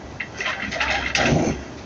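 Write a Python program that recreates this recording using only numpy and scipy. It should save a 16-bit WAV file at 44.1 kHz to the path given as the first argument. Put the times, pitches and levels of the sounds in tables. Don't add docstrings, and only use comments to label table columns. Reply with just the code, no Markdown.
import sys
import numpy as np
from scipy import signal
from scipy.fft import rfft, irfft, next_fast_len
from scipy.io import wavfile
from scipy.ndimage import uniform_filter1d, map_coordinates

SR = 44100
rng = np.random.default_rng(int(sys.argv[2]) if len(sys.argv) > 2 else 0)


def wrap_up_sound(samples):
    columns = np.atleast_2d(samples).T
    tamed = np.clip(columns, -1, 1)
    steps = np.round(tamed * 32767).astype(np.int16)
    wavfile.write(sys.argv[1], SR, steps)


N = 81585
GRAINS_PER_S = 3000


def stones():
    # t/s, ring level/dB, clack level/dB, clack f/Hz, edge re ring/dB
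    hits = [(.1995, -32, -18.5, 2530, -43), (0.205, -27, -8.5, 2060, -38), (0.4046, -26, -10.5, 2640, -25),
            (0.4576, -23.5, -10.5, 2020, -21.5), (0.464, -31.5, -12, 1890, -13),
            (0.501, -29.5, -22, 2360, -12), (.526, -27.5, -22, 1900, -31.5),
            (0.5981, -30, -17, 1650, -28.5), (0.6207, -25, -12.5, 2090, -32), (0.6481, -35, -17, 1940, -30),
            (0.7277, -28, -30, 2180, -15), (0.8035, -21, -14, 2510, -34.5), (0.8113, -28, -9.5, 2673, -9),
            (0.837, -43, -11, 1880, -9.5), (0.879, -25, -12, 2240, -23), (0.9004, -24.5, -11, 1990, -10.5),
            (0.916, -36.5, -14, 2495, -5), (0.9451, -24, -14, 2040, -16.5),
            (1.0444, -31.5, -15.5, 2034, -19), (1.0611, -25, -8.5, 2016, -21),
            (1.099, -29, -21, 1440, -31.5), (1.1491, -20, -3.5, 2614, 2.5), (1.2136, -34, -7, 2020, 4.5),
            (1.2558, -22.5, -10.5, 2570, -4), (1.388, -37, -23, 2060, -24), (1.446, -39, -31, 1530, -23),
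            (1.495, -43, -31, 2280, -25), (1.527, -42.5, -23, 2700, -3)]
    # f/Hz, relative level/dB
    clang_spectrum = [(300, -37), (900, -12.5), (1200, -22.5), (1350, -9), (1530, -6.5), (1750, -3.5),
                      (1950, 8), (2150, -2.5), (2380, -9), (2660, 2.5), (3000, -11.5), (4200, -15),
                      (7000, -56.5)]
    edge_spectrum = [(1500, -30), (2800, 0.5), (4200, -11), (5700, -2.5), (6600, -11.5), (8000, -12)]
    out, t = np.zeros(N), clock()
    for start, db, clack_db, hz, edge_db in hits:
        ring = tinted(noise(clang_spectrum)) * fade(t, t60=0.15)
        add(ring, 0, amp(-3) * wall_modes())
        ring *= rise(t, tau=0.0028)
        edge = amp(edge_db) * tinted(noise(edge_spectrum)) * fade(t, t60=0.16) * rise(t, tau=0.0015)
        clack = np.sin(2 * np.pi * hz * t) * fade(t, t60=0.016) * rise(t, tau=0.0013)
        add(out, start, amp(db) * (ring + edge) + amp(clack_db) * clack)
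    return out


def wall_modes():
    # f/Hz, relative level/dB, t60/s
    modes = [(606, -23, 0.46), (770, -20.5, 0.12), (1051, -23, 0.11), (1322, -11, 0.18), (1568, -6.5, 0.2),
             (1633, -7, 0.067), (1987, -5.5, 0.034), (1950, -5.5, 0.25), (2063, -5, 0.078),
             (2120, -2, 0.19), (2680, -11, 0.18), (3130, -15.5, 0.23), (3550, -18.5, 0.15),
             (4196, -21.5, 0.087)]
    t = clock()[:SR // 2]
    return sum(amp(db + rng.normal(0, 0.36)) * fade(t, t60) * np.sin(2 * np.pi * (hz * t + rng.random()))
               for hz, db, t60 in modes)


def on_steel(contacts, ring_db):
    # t/s, gain/dB
    cover = [(1.25, 0.5), (1.45, -20.5)]
    ringing = unit(signal.fftconvolve(contacts, wall_modes())[:N])
    return unit(unit(contacts) + amp(ring_db) * level(cover) * ringing)


def soil():
    # t/s, level/dB
    lump_flow = [(.36, -50.5), (.45, -40), (.49, -41), (.54, -44), (.585, -41.5), (.69, -50.5),
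                 (.77, -33.5), (.84, -39), (.95, -36.5), (1.03, -40.5), (1.15, -43), (1.195, -23),
                 (1.3, -24.5), (1.41, -26.5), (1.47, -26.5), (1.53, -45), (1.85, -49)]
    bulk_flow = [(.75, -51), (.92, -39.5), (1.05, -35), (1.15, -50), (1.19, -28), (1.26, -25), (1.285, -19),
                 (1.35, -20), (1.43, -22), (1.515, -20.5), (1.56, -33.5), (1.68, -42), (1.8, -42)]
    fine_flow = [(1.2, -62.5), (1.3, -33.5), (1.37, -40), (1.47, -33), (1.53, -42), (1.57, -54),
                 (1.64, -50), (1.72, -58)]
    # f/Hz, width/Hz, relative level/dB
    panel_modes = [(487, 100, -8.5), (623.4, 67, 0), (706.5, 34, 0.5), (785, 39, -3.5)]
    bottom_modes = [(90, 23, -4), (159.4, 7.6, 1), (186.5, 33, -7.5), (259, 70.4, 2.5), (288.3, 68, 1.5),
                    (371, 44, -3), (442, 206, -16.5)]
    # f/Hz, relative level/dB
    fine_spectrum = [(1100, -1.5), (1500, 3), (1800, -6), (2300, 4.5), (2750, -2), (3100, -20), (4200, -7),
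                     (5200, -10), (5900, -3), (6600, -1.5), (7300, -18)]
    panels = resonate(shower(per_s=800, spread_db=3.5), panel_modes)
    panels = unit(colour(panels, [(200, -19), (500, -2.5), (1000, -6), (2000, -6)]))
    bottom = resonate(shower(per_s=410, spread_db=2), bottom_modes)
    bottom = unit(colour(bottom, [(30, 1.5), (80, -5), (500, -5.5), (1200, 1), (3000, -40.5)]))
    fines = tinted(colour(shower(GRAINS_PER_S, spread_db=8.5), fine_spectrum))
    return level(lump_flow) * panels + level(bulk_flow) * bottom + level(fine_flow) * patchy(fines)


def clods():
    # t/s, level/dB, rise/s, t60/s
    bursts = [(0.476, -28.5, 0.014, 0.12), (0.713, -27, .006, 0.27), (0.811, -27.5, 0.0068, .2),
              (0.904, -27.5, 0.0046, 0.49), (1.075, -27, 0.0065, 0.1), (1.15, -27, 0.0033, 0.66),
              (1.26, -27.5, .03, 0.33), (1.77, -40, .01, 0.24)]
    # f/Hz, relative level/dB
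    spectrum = [(800, -27.5), (2000, 9), (2700, 1), (3700, 3), (5900, -3.5), (6600, -4), (8000, -23)]
    out = np.zeros(N)
    for start, db, tau, t60 in bursts:
        age = np.maximum(clock() - start, 0)
        grit = tinted(colour(shower(GRAINS_PER_S, spread_db=4), spectrum))
        out += amp(db) * on_steel(grit, ring_db=-9) * rise(age, tau) * fade(age, t60)
    return out


def gravel():
    # t/s, level/dB
    flow = [(.32, -53.5), (.39, -35.5), (.45, -29.5), (.485, -26), (.57, -39.5), (.655, -34.5),
            (.705, -40.5), (.79, -35), (.82, -26.5), (.86, -28), (.915, -26), (1.01, -30.5), (1.115, -32),
            (1.14, -49), (1.19, -26.5), (1.28, -26), (1.35, -48.5), (1.5, -44), (1.85, -51.5)]
    # f/Hz, relative level/dB
    spectrum = [(600, -22.5), (1000, -5), (1180, -7.5), (1340, 1), (1570, 1), (1720, -6), (2060, -2),
                (2360, -9.5), (2620, -8), (2880, -21.5), (3160, -9.5), (3500, -20), (6100, -30),
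                (7500, -57.5)]
    echo = rng.standard_normal(SR // 4) * fade(clock()[:SR // 4], t60=0.08)
    echo[0] += 14
    contacts = signal.fftconvolve(shower(per_s=700, spread_db=6), echo)[:N]
    return level(flow) * on_steel(patchy(colour(contacts, spectrum)), ring_db=-10)


def scrape():
    # t/s, f/Hz, level/dB
    groan = [(0.708, 665.4, -45), (0.777, 614, -32.5), (0.791, 758.3, -47), (0.81, 794, -28.5),
             (0.84, 878, -30), (0.872, 912, -35), (.895, 854.4, -30.5), (0.919, 756.4, -26.5),
             (0.963, 807, -29), (0.994, 793, -32.5), (1.013, 960, -36.5), (1.06, 930, -56)]
    times, hz, db = np.transpose(groan)
    gain = amp(np.interp(clock(), times, db, left=-120, right=-120))
    return gain * rough_tone(np.interp(clock(), times, hz), rough=0.55, flutter_per_s=130)


def booms():
    # t/s, level/dB, f/Hz, length/s
    hits = [(.365, -36.5, 396.5, 0.063), (.46, -31.5, 1038, 0.06), (.46, -34, 639, 0.058),
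            (.555, -39, 781, 0.069), (0.614, -29, 207.7, 0.11), (0.607, -37.5, 267.3, 0.11),
            (.885, -29, 623.5, 0.079), (.955, -36, 368.5, 0.036), (1.165, -29.5, 790, 0.047),
            (1.169, -24, 155, 0.045), (1.265, -24.5, 284, 0.061), (1.3, -18, 149, 0.088),
            (1.37, -21.5, 311.4, 0.11), (1.435, -25.5, 491, 0.042), (1.47, -23, 154, 0.074),
            (1.477, -26, 266.5, 0.045)]
    out = np.zeros(N)
    for start, db, hz, length in hits:
        swell = np.sin(np.pi * np.minimum(clock() / length, 1))
        add(out, start, amp(db) * swell * rough_tone(hz, rough=0.5, flutter_per_s=85))
    return out


def trickle():
    # t/s, level/dB
    flow = [(.2, -72), (.37, -54), (.38, -42), (.425, -39.5), (.445, -53), (.5, -44.5), (.55, -64),
            (.7, -52), (.8, -59)]
    # f/Hz, relative level/dB
    spectrum = [(2500, -25.5), (3600, -21), (4500, 4.5), (5100, 0), (5900, 8), (6500, 1), (8000, -11.5)]
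    return level(flow) * patchy(colour(shower(GRAINS_PER_S, spread_db=4.5), spectrum))


def diesel():
    # t/s, level/dB
    swells = [(0, -66), (.055, -31), (.15, -53.5), (.62, -53.5), (.68, -37), (.76, -48.5), (.85, -34),
              (1.1, -34.5), (1.31, -33), (1.39, -49.5), (1.58, -32), (1.68, -48), (1.85, -48)]
    return level(swells) * rough_tone(hz=67.6, rough=0.29, flutter_per_s=41)


def yard():
    # f/Hz, relative level/dB
    hums = [(113.0, -45), (285.3, -47.5), (565.2, -52.5), (791.3, -52)]
    wash_spectrum = [(15, -53.5), (25, -13.5), (86, 2), (370, -3.5), (520, -9.5), (835, -9.5), (1410, -20),
                     (1790, -20), (2070, -23.5), (2690, -26.5), (4540, -28.5), (6350, -29.5), (7500, -33),
                     (9750, -70)]
    out = np.zeros(N)
    for hz, db in hums:
        gain = amp(db - 5.5 + 3.5 * wobble(9.1))
        pitch = hz * (1 + 0.0086 * wobble(14))
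        out += gain * np.sqrt(2) * np.sin(phase(pitch))
    return out + amp(-38 + wobble(25)) * noise(wash_spectrum)


def tinted(x):
    depth_db, width_hz = 3.8, 150
    knots = depth_db * rng.standard_normal(int(SR / width_hz))
    return unit(filtered(x, lambda hz: amp(map_coordinates(knots, [hz / width_hz]))))


def patchy(x, depth_db=3):
    spectra = signal.stft(x, nperseg=512)[2]
    patches = uniform_filter1d(rng.standard_normal(spectra.shape), size=3, axis=0)
    patches = unit(uniform_filter1d(patches, size=14, axis=1))
    return unit(signal.istft(spectra * amp(depth_db * patches), nperseg=512)[1][:N])


def rough_tone(hz, rough, flutter_per_s):
    angle = phase(hz)
    tone = (1 + rough * wobble(flutter_per_s)) * np.sin(angle)
    return unit(tone + rough * wobble(flutter_per_s) * np.cos(angle))


def shower(per_s, spread_db):
    contacts = (rng.random(N) < per_s / SR) * np.sign(rng.standard_normal(N))
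    return contacts * amp(spread_db * (2 * rng.random(N) - 1))


def resonate(x, modes):
    return filtered(x, lambda f: sum(
        (-1) ** k * amp(db) * 1j * f * width / (hz * hz - f * f + 1j * f * width)
        for k, (hz, width, db) in enumerate(modes)))


def noise(spectrum):
    return unit(colour(rng.standard_normal(N), spectrum))


def colour(x, points):
    hz, db = np.transpose(points)
    return filtered(x, lambda f: amp(np.interp(np.log(f + 1), np.log(hz + 1), db)))


def filtered(x, response):
    size = next_fast_len(N + SR // 2)
    return irfft(rfft(x, size) * response(np.fft.rfftfreq(size, 1 / SR)), size)[:N]


def wobble(per_s):
    return map_coordinates(rng.standard_normal(int(N * per_s / SR) + 4), [clock() * per_s])


def level(points):
    return amp(np.interp(clock(), *np.transpose(points)))


def phase(hz):
    return 2 * np.pi * (np.cumsum(hz * np.ones(N)) / SR + rng.random())


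def rise(t, tau):
    return 1 - np.exp(-t / tau)


def fade(t, t60):
    return 1000.0 ** (-t / t60)


def amp(db):
    return 10 ** (np.asarray(db) / 20)


def unit(x):
    return x / np.sqrt(np.mean(x ** 2) + 1e-20)


def clock():
    return np.arange(N) / SR


def add(out, start_s, x):
    i = round(start_s * SR)
    out[i:i + len(x)] += x[:N - i]


def scene():
    hopper = stones() + trickle() + clods() + gravel() + scrape() + booms() + soil()
    return (hopper + diesel() + yard())[None]


def record(dry):
    # f/Hz, gain/dB
    response = [(20, -4), (6500, 3), (7100, -5.5), (7700, -12.5), (8200, -26.5)]
    top_hz = 8280
    return filtered(colour(dry[0], response), lambda hz: hz < top_hz)[None]


dry = scene()
out = record(dry)
wrap_up_sound(out)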